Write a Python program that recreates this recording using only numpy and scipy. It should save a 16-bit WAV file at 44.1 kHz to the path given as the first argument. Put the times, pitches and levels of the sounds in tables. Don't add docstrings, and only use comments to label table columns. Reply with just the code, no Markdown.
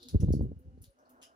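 import sys
import numpy as np
from scipy import signal
from scipy.fft import rfft, irfft
from scipy.io import wavfile

SR = 44100
rng = np.random.default_rng(int(sys.argv[2]) if len(sys.argv) > 2 else 0)


def unload_wav(signal):
    wavfile.write(
        sys.argv[1],
        SR,
        np.round(np.clip(np.atleast_2d(signal).T, -1, 1) * 32767).astype(np.int16),
    )


N = 59535


def wind():
    # t/s, relative level/dB
    strength = [(0, -75.5), (.12, -53), (.142, -25.5), (.18, -41.5), (.24, -28), (.34, -43), (.38, -31),
                (.455, -34.5), (.49, -43.5), (.52, -41.5), (.55, -51.5), (.62, -60.5), (.68, -57),
                (.715, -59.5), (.8, -52.5), (.86, -64.5), (.91, -71.5), (.945, -92), (1.35, -88.5)]
    # f/Hz, relative level/dB
    spectrum = [(22, -37.5), (36, -17.5), (52, 1), (72, 8), (110, -2), (160, -2.5), (240, -11.5),
                (350, -15), (480, -20), (650, -39.5), (1000, -53), (2000, -65.5), (5000, -110)]
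    # t/s, relative level/dB, pulse width/s
    buffets = [(0.147, -19.5, 0.00093), (0.1557, -16.5, 0.0032), (0.2010, -23, 0.0023), (0.226, -25, .001),
               (0.236, -37, 0.00067), (0.2406, -19.5, 0.0015), (0.2463, -18, 0.0015),
               (0.2700, -20.5, 0.0026), (0.2845, -17.5, 0.0035), (0.2850, -32, 0.0006),
               (0.2908, -16.5, 0.0017), (0.306, -17, 0.001), (0.317, -16, 0.0035), (0.339, -17, 0.00088),
               (0.352, -18, 0.0014), (0.367, -21.5, 0.0014), (0.3950, -22.5, 0.0011),
               (0.4100, -29, 0.00062), (0.4138, -18.5, 0.0016), (0.4320, -24.5, 0.0014),
               (0.4470, -39.5, 0.004), (0.4558, -30.5, 0.001), (0.518, -31.5, 0.00088),
               (0.566, -37.5, .0025), (0.657, -47, 0.0028), (0.682, -39, 0.0032), (0.743, -44.5, 0.0033),
               (0.777, -47, 0.00081), (0.8080, -41.5, 0.0032), (0.88, -47.5, 0.0033)]
    offset_db, flutter_db = 0.5, 3.5
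    t, eddies = np.arange(N) / SR, 0
    gust = undb(curve(strength) + offset_db + flutter_db * wander(39))
    for middle, db, width_s in buffets:
        u = (t - middle) / width_s
        eddies = eddies + undb(db) * 1.8 * u / (1 + u ** 2 / 8) ** 7
    pressure = gust * noise(colour(spectrum)) + high_pass(eddies, hz=46.4)
    side = undb(-20) * gust * noise(colour(spectrum))
    return ports(pressure, phase_rad=0.82) + side * np.array([[1], [-1]])


def grip_clicks():
    # t/s, relative level/dB, contact decay/s, first mode f/Hz, second mode f/Hz,
    # mode width/Hz, ring level/dB, tilt above 1 kHz/(dB/octave), echo level/dB
    slips = [(0.0287, -44.5, 0.0082, 4000, 4760, 1090, 5, -2, -12),
             (0.0857, -40.5, 0.0016, 3930, 4880, 910, 0.5, 0, 1),
             (0.2028, -48, 0.003, 5700, 6260, 710, -3, -2.5, 4),
             (0.2860, -70, 0.0056, 10200, 13600, 1400, -4, 1, 8),
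             (0.3256, -46, 0.0011, 4635, 5540, 450, 0, 1, 4.5),
             (0.4162, -66.5, .001, 11300, 6300, 2000, -6.5, 9, 7),
             (0.59, -65, 0.0054, 13800, 10400, 2000, -16, 22, 0.5),
             (0.7780, -76, 0.0024, 1440, 4270, 900, 5, -3, 4),
             (0.8165, -52.5, 0.009, 10100, 13300, 1600, -1, 3.5, -13),
             (0.8220, -50.5, 0.0018, 10200, 12800, 1600, 2.5, 1.5, 0),
             (0.826, -57, 0.0012, 10400, 13300, 1600, 6.5, 19, -1),
             (0.8400, -51.5, .0015, 10400, 13600, 1610, -2, -2, -3.5),
             (0.8429, -52.5, 0.0009, 4400, 3770, 1120, 3, 2.5, -1),
             (0.9030, -63, 0.007, 10300, 10000, 1200, 34.5, -2.5, -4.5),
             (0.988, -70, 0.0026, 5600, 6300, 1000, 6, 16, 2.5),
             (1.0493, -78.5, 0.0026, 4370, 5140, 1000, 27, -7, 12),
             (1.0935, -60, 0.0054, 13800, 10100, 2000, 5, -3.5, 5),
             (1.216, -54, 0.0054, 3100, 6650, 1200, 2, -3.5, 7),
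             (1.2284, -46.5, .001, 2965, 5110, 440, 1.5, -3.5, 5)]
    # f/Hz, relative level/dB
    casing = [(900, -22.5), (1450, -12.5), (2100, -15), (2900, -6.5), (3700, -13), (5100, -5), (6600, -0.5),
              (7500, -4), (8500, -12), (9400, -0.5), (10500, 1.5), (12000, -13.5), (13400, -7.5),
              (14600, -10.5), (16000, -28)]
    t, out = np.arange(N) / SR, 0
    octaves = np.log2(np.maximum(freqs(), 1000) / 1000)
    for start, db, decay_s, first_hz, second_hz, width_hz, ring_db, tilt_db, echo_db in slips:
        contact = rng.standard_normal(N) * (t >= start) * np.exp(-np.abs(t - start) / decay_s)
        shell = unit(colour(casing) * undb(tilt_db * octaves))
        modes = resonance(first_hz, width_hz) + undb(-3) * resonance(second_hz, width_hz)
        body = minimum_phase(np.hypot(shell, undb(ring_db) * unit(modes)))
        direct = unit(irfft(rfft(contact) * body, N))
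        impulse_response = unit(irfft(np.exp(-2j * np.pi * freqs() * start) * body, N))
        echo = undb(echo_db) * wall_echo(impulse_response)
        size = undb(db - 3.5) * np.sqrt(.002 * SR / N)
        out = out + size * (ports(direct, lag_s=0.0002155) + echo)
    return out


def wall_echo(x):
    delay_s, rise_s = 0.0041, 0.0006
    split_hz, low_t60_s, treble_t60_s = 7000, 0.19, 0.16
    age = np.maximum(np.arange(N) / SR - delay_s, 0)
    low = 1 / (1 + (freqs() / split_hz) ** 4)
    reflections = rfft(wide(1, side_db=-2.5))
    tail = sum(irfft(reflections * band, N) * np.exp(-np.log(1000) * age / t60)
               for band, t60 in ((low, low_t60_s), (1 - low, treble_t60_s)))
    tail = tail * (1 - np.exp(-age / rise_s))
    return signal.fftconvolve(x[None], tail / np.sqrt(np.sum(tail ** 2) / 2), axes=1)[:, :N]


def finger_rub():
    # t/s, level/dB
    strength = [(0, -66.5), (.022, -61), (.05, -59), (.078, -65), (.12, -71.5), (.19, -78), (.3, -75),
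                (.42, -85.5), (.6, -99.5)]
    # f/Hz, relative level/dB
    spectrum = [(1200, -54), (2400, -31), (3000, -12), (3600, 5.5), (4600, 1.5), (5500, -9.5),
                (7500, -16.5), (8500, -28), (10300, -17), (12000, -18), (14000, -19), (16000, -36)]
    return wide(colour(spectrum), side_db=-2.5) * undb(curve(strength) + 1.6 * wander(100))


def distant_rush():
    # t/s, relative level/dB
    strength = [(0, -70.5), (.5, -79), (.965, -83), (.995, -68.5), (1.1, -67.5), (1.19, -62), (1.27, -66),
                (1.35, -65)]
    # f/Hz, relative level/dB
    spectrum = [(60, -5), (150, -11), (260, -5.5), (380, -1.5), (680, 0.5), (1000, -3), (1500, -1),
                (2300, -35), (4000, -38)]
    direct = ports(noise(colour(spectrum)), lag_s=0.00036)
    diffuse = undb(-6.5) * wide(colour(spectrum), side_db=3)
    return (direct + diffuse) * undb(curve(strength) + wander(4.3))


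def hum():
    # t/s, level/dB
    strength = [(0, -77), (.07, -53), (.15, -77), (.66, -67), (.8, -63.5), (.93, -88.5), (1.0, -75),
                (1.12, -67.5), (1.35, -78.5)]
    return undb(curve(strength)) * wide(resonance(hz=255.7, width_hz=30), side_db=-10)


def far_tones():
    # middle t/s, duration/s, f/Hz, peak level/dB
    tones = [(0.007, 0.13, 354, -62.5), (0.056, 0.092, 472.8, -62.5), (0.657, .2, 508, -67.5),
             (.735, 0.2, 765, -79), (0.902, 0.083, 544, -66.5), (1.019, 0.12, 599, -69.5),
             (1.128, 0.12, 658, -71.5), (1.293, 0.085, 670, -68.5)]
    t, out = np.arange(N) / SR, 0
    wavering_time = np.cumsum(1 + 0.015 * wander(40)) / SR
    for middle, length, hz, db in tones:
        envelope = undb(db) * np.cos(np.pi * np.clip((t - middle) / length, -.5, .5))
        out = out + envelope * np.sin(2 * np.pi * hz * wavering_time)
    return out


def whistle():
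    start_db, fade_db_per_s = -81.5, 18
    envelope = undb(start_db - fade_db_per_s * np.arange(N) / SR)
    return envelope * wide(resonance(hz=2883, width_hz=110), side_db=-5)


def still_air():
    # f/Hz, relative level/dB
    spectrum = [(60, -21), (150, -3.5), (350, 0), (520, 3.5), (900, -13.5), (1500, -11), (2300, -13.5),
                (2900, -13.5), (3500, -19.5), (6000, -17.5), (8400, -24.5), (10000, -20.5), (16000, -40.5)]
    return undb(-78.5) * wide(colour(spectrum), side_db=0)


def undb(db):
    return 10 ** (np.asarray(db) / 20)


def unit(x):
    return x / np.sqrt(np.mean(x ** 2) + 1e-30)


def curve(points):
    times, db = np.array(points).T
    return np.interp(np.arange(N) / SR, times, db)


def freqs():
    return np.maximum(np.arange(N // 2 + 1) * SR / N, 1)


def colour(points):
    hz, db = np.array(points).T
    return undb(np.interp(np.log(freqs()), np.log(hz), db))


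def noise(gain):
    return unit(irfft(rfft(rng.standard_normal(N)) * gain, N))


def wander(rate_hz):
    return noise(1 / (1 + (freqs() / rate_hz) ** 4))


def wide(gain, side_db):
    side = undb(side_db)
    return (noise(gain) + side * noise(gain) * np.array([[1], [-1]])) / np.hypot(1, side)


def resonance(hz, width_hz):
    f = freqs()
    return 1 / (1 + ((f / hz - hz / f) * hz / width_hz) ** 2)


def minimum_phase(gain):
    cepstrum = irfft(np.log(gain), N)
    cepstrum[1:N // 2] *= 2
    cepstrum[N // 2:] = 0
    return np.exp(rfft(cepstrum))


def ports(x, lag_s=0, phase_rad=0):
    shift = np.exp(-1j * (2 * np.pi * freqs() * lag_s + phase_rad))
    return np.array([irfft(rfft(x) * shift, N), x])


def high_pass(x, hz):
    return signal.sosfilt(signal.butter(3, hz, "high", fs=SR, output="sos"), x)


def scene():
    pan = undb(np.array([[0.75], [-0.75]]))
    handling = pan * (grip_clicks() + finger_rub())
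    return wind() + handling + still_air() + distant_rush() + hum() + whistle() + far_tones()


def record(dry):
    low_hz, top_hz = 35.3, 15900
    return signal.sosfilt(signal.ellip(10, .2, 80, top_hz, fs=SR, output="sos"), high_pass(dry, low_hz))


dry = scene()
out = record(dry)
unload_wav(out)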